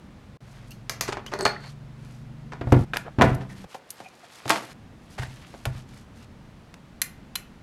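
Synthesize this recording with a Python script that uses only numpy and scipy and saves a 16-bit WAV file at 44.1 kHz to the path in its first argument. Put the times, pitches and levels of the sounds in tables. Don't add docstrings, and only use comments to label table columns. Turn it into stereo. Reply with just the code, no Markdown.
import sys
import numpy as np
from scipy import signal
from scipy.fft import rfft, irfft
from scipy.io import wavfile
from scipy.ndimage import uniform_filter1d

SR = 44100
rng = np.random.default_rng(int(sys.argv[2]) if len(sys.argv) > 2 else 0)


def materialize(psi):
    bounded = np.clip(np.atleast_2d(psi).T, -1, 1)
    quanta = np.round(bounded * 32767).astype(np.int16)
    wavfile.write(sys.argv[1], SR, quanta)


N = 336042
SIZE = 32768
AGE, FREQ, TIME = np.arange(SIZE) / SR, np.arange(SIZE // 2 + 1) * SR / SIZE, np.arange(N) / SR

# frequency in Hz, relative dB.
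RUMBLE = [(12, -40), (20, -4.5), (129, -0.5), (230, -2), (270, -6.5), (353, -13.5), (520, -25.5),
          (880, -120)]
AIR = [(250, -14.5), (600, -13), (1760, -20.5), (4010, -28.5), (11600, -42.5), (15000, -51)]
GLOVE_COLOUR = [(150, -35), (700, 1.5), (1700, 1), (4500, -3.5), (12000, -15.5), (15000, -37)]
SCRAPE_BODY = [(150, -10), (400, -0.5), (800, 0), (1200, -3.5), (11000, -16), (15000, -38)]
SNAP_BODY = [(200, -29), (800, -8), (2000, 0), (6000, 1), (12700, -2), (16000, -24)]
LATCH_BODY = [(250, 6), (3600, -0.5), (8000, -10), (12500, -16.5), (15500, -50)]
CASE_BODY = [(30, -113), (120, -3.5), (400, -3), (900, -3.5), (8000, -13.5), (12500, -15), (15000, -43)]
LID_BODY = [(100, -34), (280, -1.5), (450, -7.5), (650, 2), (1200, -0.5), (1800, -3.5), (3000, -7),
            (5500, -8.5), (8000, -13), (12500, -30), (15000, -56)]
DISC_BODY = [(180, -45), (300, -6.5), (1010, -2.5), (2570, -3), (3080, -5.5), (4160, -3), (6200, 2),
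             (8500, -11.5), (11700, -8.5), (16000, -30)]
WHEEL_BODY = [(120, -4), (350, 0), (900, 6.5), (1800, -1.5), (4400, -13), (11000, -41), (15000, -65)]
LANDING_BODY = [(60, 1), (300, 14), (1500, 2.5), (3000, -8.5), (5000, -21), (11000, -43), (15000, -55)]
# frequency in Hz, relative gain in dB, seconds to fall 60 dB.
SCRAPE_MODES = [(770, 5.5, 0.025), (1850, 8, 0.0057)]
STEEL_MODES = [(4140, 18.7, 0.026), (6050, 13, 0.014), (7260, 15, 0.024), (11070, 18.3, 0.0035),
               (12200, 8, 0.003)]
LATCH_MODES = [(870, 20, 0.035), (1600, 25, 0.0089), (2380, 15, 0.0088), (3680, 5, 0.067)]
CASE_MODES = [(325, 8.8, 0.11), (553, 24, 0.12), (750, 18.6, 0.0087), (884, 4.3, 0.13)]
LID_MODES = [(314, 23.5, 0.38), (686, 12.5, 0.11), (904, 12, 0.12), (1116, 11, 0.073)]
DISC_MODES = [(4040, 19, 0.035), (4324, 33.5, 0.03), (4440, 30.5, 0.038), (6500, 4, 0.01),
              (8400, 21, 0.012), (10700, 9, 0.01)]
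WHEEL_MODES = [(386, 20.5, 0.058), (593, 13.5, 0.15), (829, 13, 0.38), (1460, 7, 0.08), (1750, 10, 0.067)]
TABLE_MODES = [(56.2, -10.5, 0.41), (108.9, -6.5, 1), (130, 6, 0.52), (164.3, -13.5, 0.43), (234, 4.5, 0.1),
               (280.8, 3.5, 0.32), (353, 0.5, 0.36), (536, 2, 0.1)]
# frequency in Hz, side minus mid in dB.
WIDTH = [(60, -23), (200, -10), (500, 1), (2380, 5), (15000, 9)]
# time in seconds, cycle rate in Hz.
ENGINE_SPEED = [(0.0, 22.81), (1.11, 22.61), (2.6, 25.43)]
# multiple of the cycle rate, relative level in dB.
ENGINE_ORDERS = [(2, -10.5), (5, -3.5), (6, -2.5), (9, -10.5)]
# middle in seconds, level in dB, half length in seconds, tilt in dB per octave.
SWISHES = [(0.568, -61, 0.25, 0.5), (1.662, -49, 0.1, -1.5), (2.097, -61.5, 0.19, 1.5),
           (2.773, -51, 0.15, 2.5), (3.075, -43, 0.04, -10.5), (3.599, -53, 0.14, 1.5),
           (3.734, -51, 0.076, 1), (3.99, -55.5, 0.18, 0.5), (4.527, -51, 0.59, 1), (5.371, -55.5, 0.5, 1),
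           (5.766, -53.5, 0.1, 0), (5.958, -55.5, 0.12, 0.5), (6.23, -58, 0.15, 0.5)]
# start in seconds, level in dB, length in seconds, first and last Hz.
SQUEAKS = [(0.706, -48, 0.026, 2660, 2900), (1.259, -40.5, 0.031, 2870, 3100),
           (1.415, -42, 0.027, 8450, 8260), (1.56, -36.5, 0.014, 1716, 2080),
           (3.743, -39.5, 0.024, 830, 733), (4.035, -49.5, 0.054, 2470, 2480),
           (4.055, -44.5, 0.026, 770, 730), (4.225, -47, 0.023, 773, 670)]
# start in seconds, level in dB, tilt in dB per octave.
JOLTS = [(3.24, -26, -5.5), (4.52, -34, -2)]
CASE_CLACKS = [(3.641, -38.5, -4), (3.744, -34.5, -1.5), (4.001, -36, -3.5), (4.454, -31, -4),
               (5.540, -38, -4), (5.657, -28.5, -3.5)]
LANDINGS = [(2.611, -29, 3), (2.671, -29, -3), (2.721, -11, -2), (3.186, -24.5, 4), (3.197, -17.5, -4.5),
            (3.211, -6.5, 2), (3.220, -7.5, 3), (3.240, -15, -15)]
# start in seconds, level in dB, tilt in dB per octave, ring in dB.
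SNAPS = [(2.7215, -31, 1, -20), (3.2195, -18, -8, -13), (3.2405, -38, -4, -20), (3.346, -42, 5, -18),
         (3.903, -29, 8.5, -31), (4.4945, -18.5, -0.5, -20), (6.740, -40.5, -6.5, -26)]
LATCHES = [(2.9345, -19.5, 2.5, 11), (2.960, -25, -1, -2), (2.969, -18, 3, -15), (5.232, -30, 0, -16),
           (5.654, -22.5, 4.5, -9)]
DISC_TICKS = [(0.707, -43, 12, -4), (0.716, -41.5, 3, -29), (0.8955, -18.5, -0.5, -41),
              (1.009, -15, 0.5, -30), (1.263, -34, -2.5, -36), (1.336, -27, -5.5, -22)]
DISC_CHINKS = [(1.389, -32.5, 4, 3), (1.409, -22.5, -1, -7), (1.4515, -12.5, 0.5, 0.5), (1.464, -32, -5, 4)]
# start in seconds, level in dB, tilt in dB per octave, chatter in ms, ring in dB.
SCRAPES = [(2.939, -30.5, -1, 32, -10), (3.405, -36.5, -4.5, 38, -10), (3.49, -45.5, 3.5, 62, 11),
           (5.178, -31.5, 0, 51, 0), (5.214, -36, 1.5, 58, 5)]
LID_CLACKS = [(4.478, -26.5, 2.5, 18, -10), (4.5, -14.5, -2, 4.4, -17), (4.5033, -7, 1, 6.4, -8),
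              (4.509, -18.5, 2, 9.7, 6), (4.5195, -21.5, 0, 5, -2), (4.53, -24.5, 1.5, 21, 1),
              (4.556, -24.5, -0.5, 26, -13)]
WHEEL_KNOCKS = [(1.077, -28.5, 8, 30, -10), (1.087, -24.5, -5, 15, 4), (1.123, -25, 6, 13, -2),
                (1.169, -26.5, 0.5, 22, -9), (1.317, -30.5, 2.5, 28, -3), (1.334, -25, 1.5, 22, 4),
                (1.389, -26, -1, 32, 3.5), (1.420, -25.5, -13.5, 13, 15), (1.4525, -12, 3, 12.3, -15),
                (1.462, -15.5, 3, 11, 2.5), (2.519, -33.5, 2, 37, -9)]
# the same five columns, then the pawl's note in Hz.
RATCHET_CLICKS = [(7.0169, -11, 1.5, 4.2, -3.5, 2040), (7.354, -21, 2, 3, -13, 2900),
                  (7.356, -21.5, -2.5, 2.8, -1, 2900)]
# start in seconds, relative level in dB, push in ms.
THUMPS = [(2.613, -15.5, 1.9), (2.67, -13, 4.2), (2.723, 5, 2.04), (3.185, -3, 1.43), (3.237, -4.5, 3.3),
          (3.316, -8.5, 3.8), (4.456, -19, 1.4), (5.194, -16, 5.2), (5.668, -12.5, 5.3)]
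STOPS = [2.85, 3.652, 4.732, 6.25, 9]
LULL_S = (3.66, 4.72)


def undb(db):
    return 10 ** (np.asarray(db) / 20)


def colour(points, f):
    hz, db = np.transpose(points)
    return undb(np.interp(np.log(f + 1), np.log(hz), db))


def tilted(points, tilt_db):
    return [(hz, db + tilt_db * np.log2(hz)) for hz, db in points]


def causal(gain):
    cepstrum = irfft(np.log(gain + 1e-9))
    cepstrum[1:SIZE // 2] *= 2
    cepstrum[SIZE // 2 + 1:] = 0
    return np.exp(rfft(cepstrum))


def walk(rate_hz, size=N):
    step = int(SR / rate_hz)
    return uniform_filter1d(np.repeat(rng.standard_normal(size // step + 1), step), step)[:size]


def envelope(span, attack_s, release_s):
    start, end = span
    return np.clip(np.minimum((TIME - start) / attack_s, (end - TIME) / release_s), 0, 1)


def add(out, s, sound, fade_samples=256):
    start = int(s * SR)
    stop = min(N, start + SIZE, int(SR * min(t for t in STOPS if t > s)))
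    remaining = np.arange(stop - start, 0, -1)
    out[:, start:stop] += sound[:, :stop - start] * np.minimum(remaining / fade_samples, 1)


def diffuse(points, size, wide_db=0):
    f = np.arange(size // 2 + 1) * SR / size
    mid, side = rfft(rng.standard_normal((2, size))) * colour(points, f)
    mid, side = irfft(mid, size), irfft(side * colour(WIDTH, f) * undb(wide_db), size)
    return np.array([mid + side, mid - side]) / mid.std()


def room_tone(rumble_db=-48, air_db=-55.5, dip_db=-19.5, recovery_db_per_s=12):
    lull_db = envelope(LULL_S, 0.013, 0.017) * (dip_db + recovery_db_per_s * (TIME - LULL_S[0]))
    rumble = diffuse(RUMBLE, N) * undb(rumble_db + lull_db + 2 * walk(5.1))
    return rumble + diffuse(AIR, N) * undb(air_db)


def far_engine(waver_db=2, rise_db_per_s=1.5):
    turns = np.cumsum(np.interp(TIME, *np.transpose(ENGINE_SPEED))) / SR
    hum = sum(undb(db + waver_db * walk(2.58)) * np.sin(2 * np.pi * (order * turns + rng.random()))
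              for order, db in ENGINE_ORDERS)
    return hum * envelope((0, 3.32), 0.6, 0.6) * undb(-44 + rise_db_per_s * TIME)


def drone(hz=191, db=-43, waver_db=2):
    level = envelope((3.28, 3.66), 0.045, 0.0093) * undb(db + waver_db * walk(57))
    return level * np.sin(2 * np.pi * hz * TIME)


def room(low_t60=0.34, high_t60=0.19, split_hz=4000, onset_s=0.0016):
    low = diffuse([(split_hz / 2, 0), (split_hz * 2, -20)], SIZE, wide_db=-5.5)
    high = diffuse([(split_hz / 2, -20), (split_hz, 0)], SIZE, wide_db=3)
    tail = low * undb(-60 * AGE / low_t60) + 1.84 * high * undb(-60 * AGE / high_t60)
    tail *= np.clip(AGE / onset_s - 1, 0, 1)
    return rfft(tail / np.sqrt(np.sum(tail ** 2) / 2))


def gloves(patchy_db=3, grain_db=3, crinkle_db=8, split_hz=4000):
    swishes, out = np.zeros((2, 2, N))
    for s, db, half_s, tilt_db in SWISHES:
        stop = min(t for t in STOPS if t > s)
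        now = np.flatnonzero((np.abs(TIME - s) < half_s) & (TIME < stop))
        cloth = diffuse(tilted(GLOVE_COLOUR, tilt_db), 2 * SIZE, wide_db=-3)
        swell = np.cos(np.pi / 2 * (TIME[now] - s) / half_s) ** 2
        swishes[:, now] += cloth[:, :len(now)] * undb(db) * swell
    drag = signal.sosfiltfilt(signal.butter(2, split_hz, fs=SR, output="sos"), swishes)
    for band in (drag, swishes - drag):
        patches = undb(patchy_db * walk(30) + grain_db * walk(400))
        crinkles = undb(crinkle_db) * np.maximum(walk(830) - 1.4, 0)
        out += band * patches * (1 + crinkles)
    return out


def singing_disc(hz=4400, skirt_hz=1200, db=-49.5, rough_db=5):
    rub = envelope((1.565, 1.715), 0.11, 0.033) * undb(db + rough_db * walk(90))
    return diffuse([(hz - skirt_hz, -45), (hz, 0), (hz + skirt_hz, -45)], N) * rub


def squeaks(walls, wander=0.048, rough_db=5, room_db=-7):
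    out = np.zeros((2, N))
    for s, db, length_s, start_hz, end_hz in SQUEAKS:
        progress = np.minimum(AGE / length_s, 1)
        hz = (start_hz + (end_hz - start_hz) * progress) * (1 + wander * walk(1300, SIZE))
        level = np.sin(np.pi * progress) * undb(db + rough_db * walk(340, SIZE))
        tone = level * np.sin(2 * np.pi * np.cumsum(hz) / SR)
        add(out, s, irfft(rfft(tone) * (1 + undb(room_db) * walls)))
    return out


def loose_bits(t60=0.57, grain_db=3):
    out = np.zeros((2, N))
    for s, db, tilt_db in JOLTS:
        rattle = diffuse(tilted(CASE_BODY, tilt_db), SIZE, wide_db=-15)
        add(out, s, rattle * undb(db - 60 * AGE / t60))
    return out * undb(grain_db * walk(300))


def contact_force(chatter_ms, crack, grain_db, seat_ms=1.204, scrape_ms=38):
    age_ms = 1000 * AGE
    contacts = rng.standard_normal((3, SIZE)) * rng.exponential(1, SIZE)
    contacts *= undb(grain_db * walk(900, SIZE))
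    softness = (1 + (chatter_ms / scrape_ms) ** 2) ** 2
    contacts *= np.minimum(age_ms / (seat_ms * softness), 1) * np.exp(-2 * age_ms / max(chatter_ms, 1))
    contacts /= np.linalg.norm(contacts, axis=1, keepdims=True)
    contacts[0, np.searchsorted(age_ms, seat_ms)] += crack / softness
    return np.array([f / causal(np.sqrt(uniform_filter1d(np.abs(f) ** 2, 300))) for f in rfft(contacts)])


def ringing(modes, ring_db):
    grip = 1 + 0.008 * rng.uniform(-1, 1, len(modes))
    return sum(undb(db + ring_db) / (1 + 1j * (FREQ - hz * shift) * 2 * np.pi * t60 / np.log(1000))
               for (hz, db, t60), shift in zip(modes, grip))


def blows(events, body, modes, walls, room_db, lag_ms, pan_db, scatter, crack, grain_db):
    out = np.zeros((2, N))
    delay = np.exp(-2j * np.pi * FREQ * np.array([[0], [lag_ms / 1000]]))
    pan = undb(np.array([[pan_db], [-pan_db]]) / 2)
    for s, db, tilt_db, chatter_ms, ring_db in events:
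        force = contact_force(chatter_ms, crack, grain_db)
        direct = force[0] * delay * pan + scatter * force[1:] * FREQ / (FREQ + 700)
        reflected = undb(room_db) * force[0] * walls
        tilt = undb(tilt_db * np.log2(FREQ / 1000 + 0.5))
        response = causal(colour(body, FREQ) * tilt) * (2 + ringing(modes, ring_db))
        sound = irfft(response * (direct + reflected))
        peak_power = uniform_filter1d(np.mean(sound ** 2, axis=0), 256).max()
        add(out, s, sound * undb(db) / np.sqrt(peak_power))
    return out


def touches(events, chatter_ms):
    return [(s, db, tilt_db, chatter_ms, ring_db) for s, db, tilt_db, ring_db in events]


def scrapes(walls):
    return blows(SCRAPES, SCRAPE_BODY, SCRAPE_MODES, walls,
                 room_db=-12.5, lag_ms=0.046, pan_db=0.3, scatter=0.62, crack=0.42, grain_db=-1)


def snaps(walls):
    return blows(touches(SNAPS, chatter_ms=6.5), SNAP_BODY, STEEL_MODES, walls,
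                 room_db=-6, lag_ms=0.03, pan_db=1.5, scatter=0.85, crack=0.41, grain_db=12)


def latches(walls):
    return blows(touches(LATCHES, chatter_ms=3.5), LATCH_BODY, LATCH_MODES, walls,
                 room_db=-4, lag_ms=0.066, pan_db=-1, scatter=0.75, crack=0.31, grain_db=6)


def case(walls, chatter_ms=16.7, ring_db=-9.5):
    return blows([(*clack, chatter_ms, ring_db) for clack in CASE_CLACKS], CASE_BODY, CASE_MODES, walls,
                 room_db=-2.5, lag_ms=0.043, pan_db=1, scatter=0.53, crack=0.46, grain_db=2)


def lid(walls):
    return blows(LID_CLACKS, LID_BODY, LID_MODES, walls,
                 room_db=-2.5, lag_ms=0.074, pan_db=-2, scatter=0.58, crack=0.69, grain_db=4.5)


def ratchet(walls, pawl_db=15.5, pawl_t60=0.0041):
    return sum(blows([click], SNAP_BODY, STEEL_MODES + [(pawl_hz, pawl_db, pawl_t60)], walls,
                     room_db=-2.5, lag_ms=0.058, pan_db=-0.5, scatter=1, crack=0.79, grain_db=11)
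               for *click, pawl_hz in RATCHET_CLICKS)


def brake_disc(walls):
    ticks = blows(touches(DISC_TICKS, chatter_ms=3.6), DISC_BODY, DISC_MODES, walls,
                  room_db=6, lag_ms=0.069, pan_db=7.5, scatter=1, crack=0.38, grain_db=9)
    chinks = blows(touches(DISC_CHINKS, chatter_ms=1.5), DISC_BODY, DISC_MODES, walls,
                   room_db=5, lag_ms=0.12, pan_db=8.5, scatter=0.47, crack=0.49, grain_db=8)
    return ticks + chinks


def wheel(walls):
    return blows(WHEEL_KNOCKS, WHEEL_BODY, WHEEL_MODES, walls,
                 room_db=-1.5, lag_ms=0.13, pan_db=2.5, scatter=0.84, crack=0.45, grain_db=8)


def table_top(walls, room_db=-9, lowest_hz=36, rock_s=0.041, rock_db=-6, rock_stretch=1.415):
    out = np.zeros((2, N))
    top = rfft(sum(undb(db - 60 * AGE / t60) * np.sin(2 * np.pi * hz * AGE)
                   for hz, db, t60 in TABLE_MODES))
    top *= causal(FREQ ** 3 / (FREQ ** 3 + lowest_hz ** 3) + 1e-3)
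    for s, db, push_ms in THUMPS:
        for rock in range(3):
            push = np.sin(np.pi * np.minimum(1000 * AGE / (push_ms * rock_stretch ** rock), 1))
            motion = top * rfft(push)
            thump = irfft(motion * (1 + undb(room_db) * walls)) / np.abs(irfft(motion)).max()
            add(out, s + rock * rock_s, thump * undb(db + rock * rock_db))
    return 0.42 * out


def landings(walls, chatter_ms=19, ring_db=-14.5, firm_db=-10.5, firm_ms=8.1):
    knocks = []
    for s, db, tilt_db in LANDINGS:
        if db > firm_db:
            knocks.append((s, db, tilt_db, firm_ms, ring_db))
            s, db = s + 0.009, db - 10
        knocks.append((s, db, tilt_db, chatter_ms, ring_db))
    return blows(knocks, LANDING_BODY, CASE_MODES, walls,
                 room_db=1.5, lag_ms=0.06, pan_db=-1, scatter=0.98, crack=1, grain_db=2.5)


def scene():
    walls = room()
    sources = (brake_disc, wheel, landings, latches, lid, case, scrapes, snaps, ratchet, squeaks)
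    handling = sum(source(walls) for source in sources)
    close = handling + loose_bits() + table_top(walls) + gloves() + singing_disc()
    return close + room_tone() + far_engine() + drone()


def record(dry, gap_s=(0.372, 0.405), bass_hz=90.5, top_hz=16200):
    gate = 1 - 0.97 * uniform_filter1d(1.0 * ((TIME > gap_s[0]) & (TIME < gap_s[1])), 64)
    thin = signal.sosfilt(signal.butter(2, bass_hz, "highpass", fs=SR, output="sos"), dry)
    sound = dry + envelope(LULL_S, 0.02, 0.02) * (thin - dry)
    clipped = np.clip(sound * gate, -1, 1)
    return signal.sosfilt(signal.ellip(8, 0.2, 70, top_hz, fs=SR, output="sos"), clipped)


dry = scene()
out = record(dry)
materialize(out)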